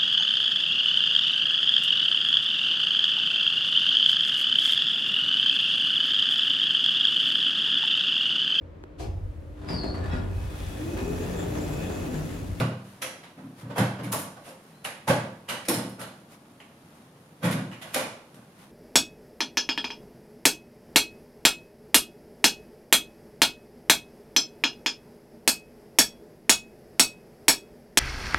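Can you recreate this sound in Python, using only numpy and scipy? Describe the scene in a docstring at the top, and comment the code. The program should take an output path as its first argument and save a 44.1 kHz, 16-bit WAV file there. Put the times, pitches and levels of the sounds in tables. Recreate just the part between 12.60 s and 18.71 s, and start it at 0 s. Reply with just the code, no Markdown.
"""A small, live hallway, close to a hollow wooden door: a kitten shoves and paws at the gap.
Each shove sets the panel booming in its low modes and knocks the wood against its frame. Loose metal
fittings clack, the hinge squeaks once, and the hallway prolongs each impact as reverberation.
Fur and claws brush the edge and the carpet with a frictional hiss; ventilation murmurs underneath."""
import sys
import numpy as np
from scipy import signal
from scipy.fft import rfft, irfft, next_fast_len
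from scipy.io import wavfile
from scipy.ndimage import uniform_filter1d

SR = 44100
rng = np.random.default_rng(int(sys.argv[2]) if len(sys.argv) > 2 else 0)


def pcm_store(signal):
    """Save signal as 16-bit PCM."""
    levels = np.round(np.clip(np.atleast_2d(signal), -1, 1) * 32767)
    wavfile.write(sys.argv[1], SR, levels.astype(np.int16).T)


N = 269495
T = np.arange(SR) / SR  # the life of one impact, in seconds
LEAD_S = 0.02  # time an impact has to scrape in before it lands

# Blows on the door. Each row: start in seconds, boom level in dB, boom tilt in dB per octave,
# knock level in dB, pitch of the struck spot in Hz, build-up in seconds.
BLOWS = [(0.0, -19.5, -3.5, -26, 523, 0.0044), (0.417, -44, 17, -35, 590, 0.024),
         (0.775, -41.5, 13, -45.5, 275, 0.0099), (0.841, -39, 9.5, -52, 246, .007),
         (1.022, -32, -4, -42.5, 300, 0.021), (1.1, -37.5, 5, -38.5, 580, 0.0043),
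         (1.163, -48, -4, -23, 963, 0.016), (1.188, -18.5, -2.5, -25, 178, 0.013),
         (1.39, -35.5, -1, -37, 554, .005), (1.436, -30, 1.5, -35.5, 287, 0.015),
         (1.52, -33, -6, -27.5, 1022, 0.011), (1.584, -39, 8, -41, 584, 0.0067),
         (1.768, -62, 6, -47.5, 593, 0.0011), (1.865, -71, -12, -42.5, 600, 0.0092),
         (2.247, -55, -5, -38.5, 923, 0.0091), (2.477, -46, 17, -23.5, 903, 0.0033),
         (2.496, -23, -1.5, -21, 528, 0.0027), (2.888, -45.5, -2, -30.5, 1520, 0.019),
         (3.085, -27.5, 17, -24, 342.6, 0.0085), (3.138, -25, 5, -28.5, 263, 0.037),
         (3.391, -41.5, 5, -35.5, 1333, 0.013), (4.832, -22.5, 0, -23, 178.6, 0.016),
         (4.925, -23.5, 4, -28.5, 262, 0.029), (5.221, -59, -3, -41.5, 707, 0.019),
         (5.342, -42.5, 19, -34, 1610, 0.0056), (5.36, -43, 18, -30.5, 509, 0.0016),
         (5.373, -62, 8, -30, 840, 0.011), (5.748, -47.5, 5, -52, 500, 0.014)]
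# Modes of the hollow panel. Each row: frequency in Hz, relative level in dB, 60 dB decay time in seconds.
PANEL_MODES = [(83.3, -15, 0.32), (99.2, -18, 0.84), (120.7, 2.5, 0.53), (156, 1.5, 0.46),
               (183.9, -3.5, 0.48), (195.4, -7, 0.94), (228.2, -12, 0.88), (259, -5, 0.55),
               (285.9, -6, 0.37), (344.4, -21, 0.98)]
# Spectrum of a wooden knock. Each row: frequency in Hz, relative level in dB.
WOOD_SPECTRUM = [(30, -56), (65, -33), (105, -0.5), (250, 3.5), (400, 1), (600, 5), (1000, 0.5),
                 (1600, -6.5), (2800, -11), (6000, -23.5), (15000, -34)]
# Resonances of the door's edge. Each row: centre in Hz, width in Hz, height in dB.
EDGE_RESONANCES = [(401, 97, -2.5), (520.4, 22, 6.5), (581, 15, 4), (754, 74, -2.5), (1133, 30, 4),
                   (1532, 176, 7.5)]
# Low spots in the hollow middle ring out more than high ones at the stiff edge.
# Each row: pitch of the spot in Hz, emphasis in dB.
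SPOT_EMPHASIS = [(260, 20.5), (560, 5.5), (1500, 10)]
# Clacks of fittings and claws. Each row: start in seconds, level in dB, tilt in dB per octave,
# relative level of the first contact in dB, ring frequency in Hz.
CLACKS = [(0.0, -40, -1, 9, 3640), (0.42, -31, 0, -1.5, 5960), (0.632, -48, -4.5, -8, 3980),
          (1.101, -55, -9, -6, 1800), (1.163, -44.5, 9, -10, 1200), (1.179, -30.5, 0, -5, 1650),
          (1.435, -43.5, 0.5, -7, 2200), (1.521, -28, 5.5, -6, 13700), (1.581, -37.5, 9, -10, 12800),
          (1.845, -47.5, 1, -16, 8500), (1.889, -55, 4, 7, 5070), (2.245, -37.5, 1, -1, 10700),
          (2.249, -35, -4, 5, 2900), (2.477, -28.5, .5, -6, 1500), (2.888, -29.5, -1, -7, 3030),
          (3.052, -46, -1.5, -1, 5300), (3.085, -25.5, 4, 5.5, 5240), (3.141, -34.5, 3.5, 6, 5240),
          (3.294, -55, 9, 4, 9800), (3.394, -43.5, 2.5, -5, 1390), (3.415, -43, 1, 4, 3930),
          (4.002, -51, -4.5, 4, 3100), (4.832, -28.5, -1, -18, 1520), (4.911, -37.5, 2, 5, 2200),
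          (4.926, -42.5, -0.5, 11, 3750), (5.116, -43.5, -4.5, -9, 2930), (5.216, -41.5, -2, -5, 3280),
          (5.341, -26.5, 0.5, -22, 2460), (5.344, -30.5, 1.5, 8.5, 5100), (5.744, -58.5, 1, 6, 8800)]
# Spectrum of a clack. Each row: frequency in Hz, relative level in dB.
CLACK_SPECTRUM = [(30, -90), (200, -27), (800, 2), (1800, 6.5), (3000, 4.5), (4200, 2), (7500, -4),
                  (10300, 3), (12500, -4), (15000, -13.5), (16000, -18)]
# Resonances of the fittings. Each row: centre in Hz, width in Hz, height in dB.
METAL_RESONANCES = [(1956, 76, 5), (2230, 410, 3), (2914, 91, 5.5), (4480, 110, -4), (5600, 470, 0),
                    (7000, 910, 3.5), (11100, 220, 0.5)]
# Course of the hinge's squeak. Each row: time in seconds, pitch in Hz, level in dB.
SQUEAK = [(2.125, 3750, -87), (2.148, 3960, -65), (2.18, 4170, -67), (2.21, 4080, -69), (2.24, 4000, -68),
          (2.27, 3920, -80)]
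# Strokes of fur and paw. Each row: middle in seconds, length in seconds, level in dB.
STROKES = [(0.312, 0.16, -55.5), (1.006, 0.049, -50.5), (1.885, 0.088, -54), (2.098, 0.2, -61),
           (3.731, 0.046, -52), (4.35, 0.2, -62), (5.356, .2, -51), (6.022, 0.077, -55.5)]
# Spectrum of brushing fur. Each row: frequency in Hz, relative level in dB.
FUR_SPECTRUM = [(300, 4.5), (1000, 11), (3000, 3.5), (5500, -1), (7800, -3.5), (10200, 0), (13000, -7),
                (16000, -16)]
# Spectrum of the ventilation. Each row: frequency in Hz, relative level in dB.
AIR_SPECTRUM = [(15, -83), (25, -50), (49, -37.5), (86, -14), (160, -3.5), (188, -6), (227, -7), (421, -14),
                (648, -16), (1020, -23), (1490, -26.5), (2630, -44), (2850, -58), (4870, -64),
                (15500, -79.5)]
# Reverberation of the hallway. Each row: frequency in Hz, 60 dB decay time in seconds.
HALL_T60 = [(100, 1), (260, 0.54), (700, 0.56), (1800, 0.53), (4800, 0.52), (10000, 0.42), (15000, 0.22)]
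# Likeness of the two channels. Each row: frequency in Hz, left-right correlation.
CORRELATION = [(25, 0.3), (70, 0.99), (180, 1), (350, 0.96), (700, 0.79), (1400, 0.025), (2800, 0.18),
               (5500, 0.045), (10000, 0.41), (14000, 0.68)]
# Balance of the impacts. Each row: frequency in Hz, left minus right level in dB.
BALANCE = [(250, 0), (700, -1), (1400, -3), (2800, -2.5), (5500, -1.3), (10000, 0.5), (14000, .6)]


def door(relative_width=0.61, note_offset_db=-13, note_t60=0.21):
    """Impact excitation: each blow booms the panel, knocks the edge and rings the struck spot."""
    out = np.zeros((2, N))
    for start, boom_db, tilt, knock_db, spot_hz, rise in BLOWS:
        spot_db = along(SPOT_EMPHASIS, spot_hz)
        ripple = contact_ripple(depth_db=4.4, spacing_hz=60)
        peaks = EDGE_RESONANCES + [(spot_hz, relative_width * spot_hz, spot_db / 2)]
        colour = lambda hz: along(WOOD_SPECTRUM, hz) + resonances(peaks, hz) + ripple(hz)
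        knock = hallway(colour, rise, early_db=7.5, early_s=0.0093, chatter_db=1.8)
        note = np.sin(2 * np.pi * spot_hz * T) * amp(-60 * T / note_t60) * (1 - np.exp(-T / rise))
        add(out, start - LEAD_S, amp(knock_db) * knock)
        add(out, start, amp(knock_db + spot_db + note_offset_db) * note)
        add(out, start, amp(boom_db) * panel_boom(tilt, rise))
    return out


def panel_boom(tilt, rise, detune=0.0079):
    """Superposition of damped low modes: each blow's tilt makes the panel's boom deeper or brighter."""
    hz, db, t60 = np.transpose(PANEL_MODES)[:, :, None]
    pitch_scatter, phase = rng.standard_normal((3, len(PANEL_MODES), 1))[1:]
    gain = amp(db + tilt * np.log2(hz / hz[0]))
    modes = np.sin(2 * np.pi * (hz * (1 + detune * pitch_scatter) * T + phase)) * amp(-60 * T / t60)
    attack = 1 - np.exp(-T / rise)
    return np.sqrt(2) * np.sum(gain * modes, axis=0) / np.linalg.norm(gain) * attack


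def contact_ripple(depth_db, spacing_hz):
    """Modal coupling: each point of contact weights the dense upper modes anew, in dB over frequency."""
    knots = rng.standard_normal(600)
    return lambda hz: depth_db * np.interp(hz / spacing_hz, np.arange(len(knots)), knots) * hz / (hz + 600)


def fittings(contact_s=0.0012, pivot_hz=4500, ring_width_hz=450, ring_db=13, ring_in_tail=0.47):
    """Direct and reflected sound: loose metal snaps over with a ringing contact; the hallway answers."""
    out = np.zeros((2, N))
    age = T[:SR // 20] / contact_s
    for start, db, tilt, contact_db, ring_hz in CLACKS:
        rise = 0.0022 * 2 ** (-contact_db / 7)  # seconds; doubles for each 7 dB of weaker contact
        ripple = contact_ripple(depth_db=3.0, spacing_hz=110)
        body = lambda hz: (along(CLACK_SPECTRUM, hz) + resonances(METAL_RESONANCES, hz)
                           + ripple(hz) + tilt * np.log2((hz + 1) / pivot_hz))
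        ring = lambda hz: resonances([(ring_hz, ring_width_hz, ring_db)], hz)
        snap = unit(filtered(rng.standard_normal(len(age)), lambda hz: amp(body(hz) + ring(hz))))
        tail_colour = lambda hz: body(hz) + ring_in_tail * ring(hz)
        answer = hallway(tail_colour, rise, early_db=4.0, early_s=0.015, chatter_db=3.4)
        add(out, start, amp(db + contact_db) * snap * age * np.exp(1 - age))
        add(out, start - LEAD_S, amp(db) * answer)
    return out


def hinge(waver=0.0049):
    """Frequency modulation: the hinge sings a faint, wavering tone as the door swings."""
    times, hz, db = np.transpose(SQUEAK)
    t = np.arange(N) / SR
    pitch = np.interp(t, times, hz) * (1 + waver * smooth_noise(N, 100))
    level = amp(np.interp(t, times, db)) * (t > times[0]) * (t < times[-1])
    return level * np.sin(2 * np.pi * np.cumsum(pitch) / SR)


def fur(fidget_db=-60.5, grain_db=1.14):
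    """Stick-slip friction: fibres catch in tiny grains; strokes swell over the kitten's fidgeting."""
    t = np.arange(N) / SR
    swells = [amp(db) * np.exp(-2 * ((t - middle) / length) ** 2) for middle, length, db in STROKES]
    level = np.sqrt(amp(fidget_db) ** 2 + np.sum(np.square(swells), axis=0))  # powers add
    grains = amp(grain_db * smooth_noise(N, 90))
    return level * diffuse(grains * rng.standard_normal((2, N)), lambda hz: along(FUR_SPECTRUM, hz))


def ventilation(level_db=-54.0):
    """Stationary broadband noise: a low murmur with a little hiss."""
    return amp(level_db) * diffuse(rng.standard_normal((2, N)), lambda hz: along(AIR_SPECTRUM, hz))


def hallway(colour, rise, early_db, early_s, chatter_db, scrape_s=0.0012):
    """Reverberation: an impact landing at LEAD_S gives uneven early reflections, then a decaying tail."""
    age = T - LEAD_S
    hz, t, spectra = signal.stft(diffuse(rng.standard_normal((2, SR)), colour), SR, nperseg=256)
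    decay = amp(-60 * np.maximum(t - LEAD_S, 0) / along(HALL_T60, hz)[:, None])
    tail = signal.istft(spectra * decay, SR, nperseg=256)[1][:, :SR]
    reflections_db = np.exp(-np.abs(age) / early_s) * (early_db + chatter_db * smooth_noise(SR, 60))
    build_up = .5 + .5 * np.tanh((age - 0.96 * rise) / (0.83 * rise + 2 * scrape_s))
    return tail * amp(reflections_db) * build_up


def diffuse(pair, colour):
    """Partial coherence: two noises form a coloured field of rms 1, near mono in the low mids."""
    angle = lambda hz: np.arccos(np.clip(along(CORRELATION, hz), -1, 1)) / 2
    response = lambda hz: amp(colour(hz)) * np.array([np.cos(angle(hz)), np.sin(angle(hz))])
    mid, side = filtered(pair, response)
    return unit(np.array([mid + side, mid - side]))


def resonances(peaks, hz):
    """Lorentzian curves: the dB that resonances add to a spectrum."""
    return sum(db / (1 + (2 * (hz - centre) / width) ** 2) for centre, width, db in peaks)


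def smooth_noise(n, window):
    """A moving average of white noise, at rms 1."""
    return unit(uniform_filter1d(rng.standard_normal(n), size=window))


def filtered(x, response):
    """Linear filtering: x times a gain that depends on frequency."""
    n = x.shape[-1]
    padded = next_fast_len(n + SR // 10)
    return irfft(rfft(x, padded) * response(np.fft.rfftfreq(padded, 1 / SR)), padded)[..., :n]


def along(points, hz):
    """Interpolation of (Hz, value) points on a log axis."""
    knots_hz, values = np.transpose(points)
    return np.interp(np.log(hz + 1), np.log(knots_hz + 1), values)


def amp(db):
    """Decibels to gain."""
    return 10 ** (np.asarray(db) / 20)


def unit(x):
    """Normalisation to rms 1."""
    return x / np.sqrt(np.mean(x ** 2) + 1e-20)


def add(track, start_s, sound):
    """Superposition of a sound on the track."""
    start = round(start_s * SR)
    sound = sound[..., max(0, -start):]
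    part = track[:, max(0, start):][:, :sound.shape[-1]]
    part += sound[..., :part.shape[-1]]


def scene():
    """The sources sum; a level difference places the impacts' midrange to the right."""
    balance = lambda hz: amp(np.outer([.5, -.5], along(BALANCE, hz)))
    return filtered(door() + fittings(), balance) + hinge() + fur() + ventilation()


def record(dry, notch_hz=7870, top_hz=15750):
    """Band limiting: the microphone has one narrow notch and a steep upper cutoff."""
    notched = filtered(dry, lambda hz: amp(resonances([(notch_hz, 90, -16)], hz)))
    return filtered(notched, lambda hz: 1 / (1 + (hz / top_hz) ** 160))


dry = scene()
out = record(dry)
pcm_store(out)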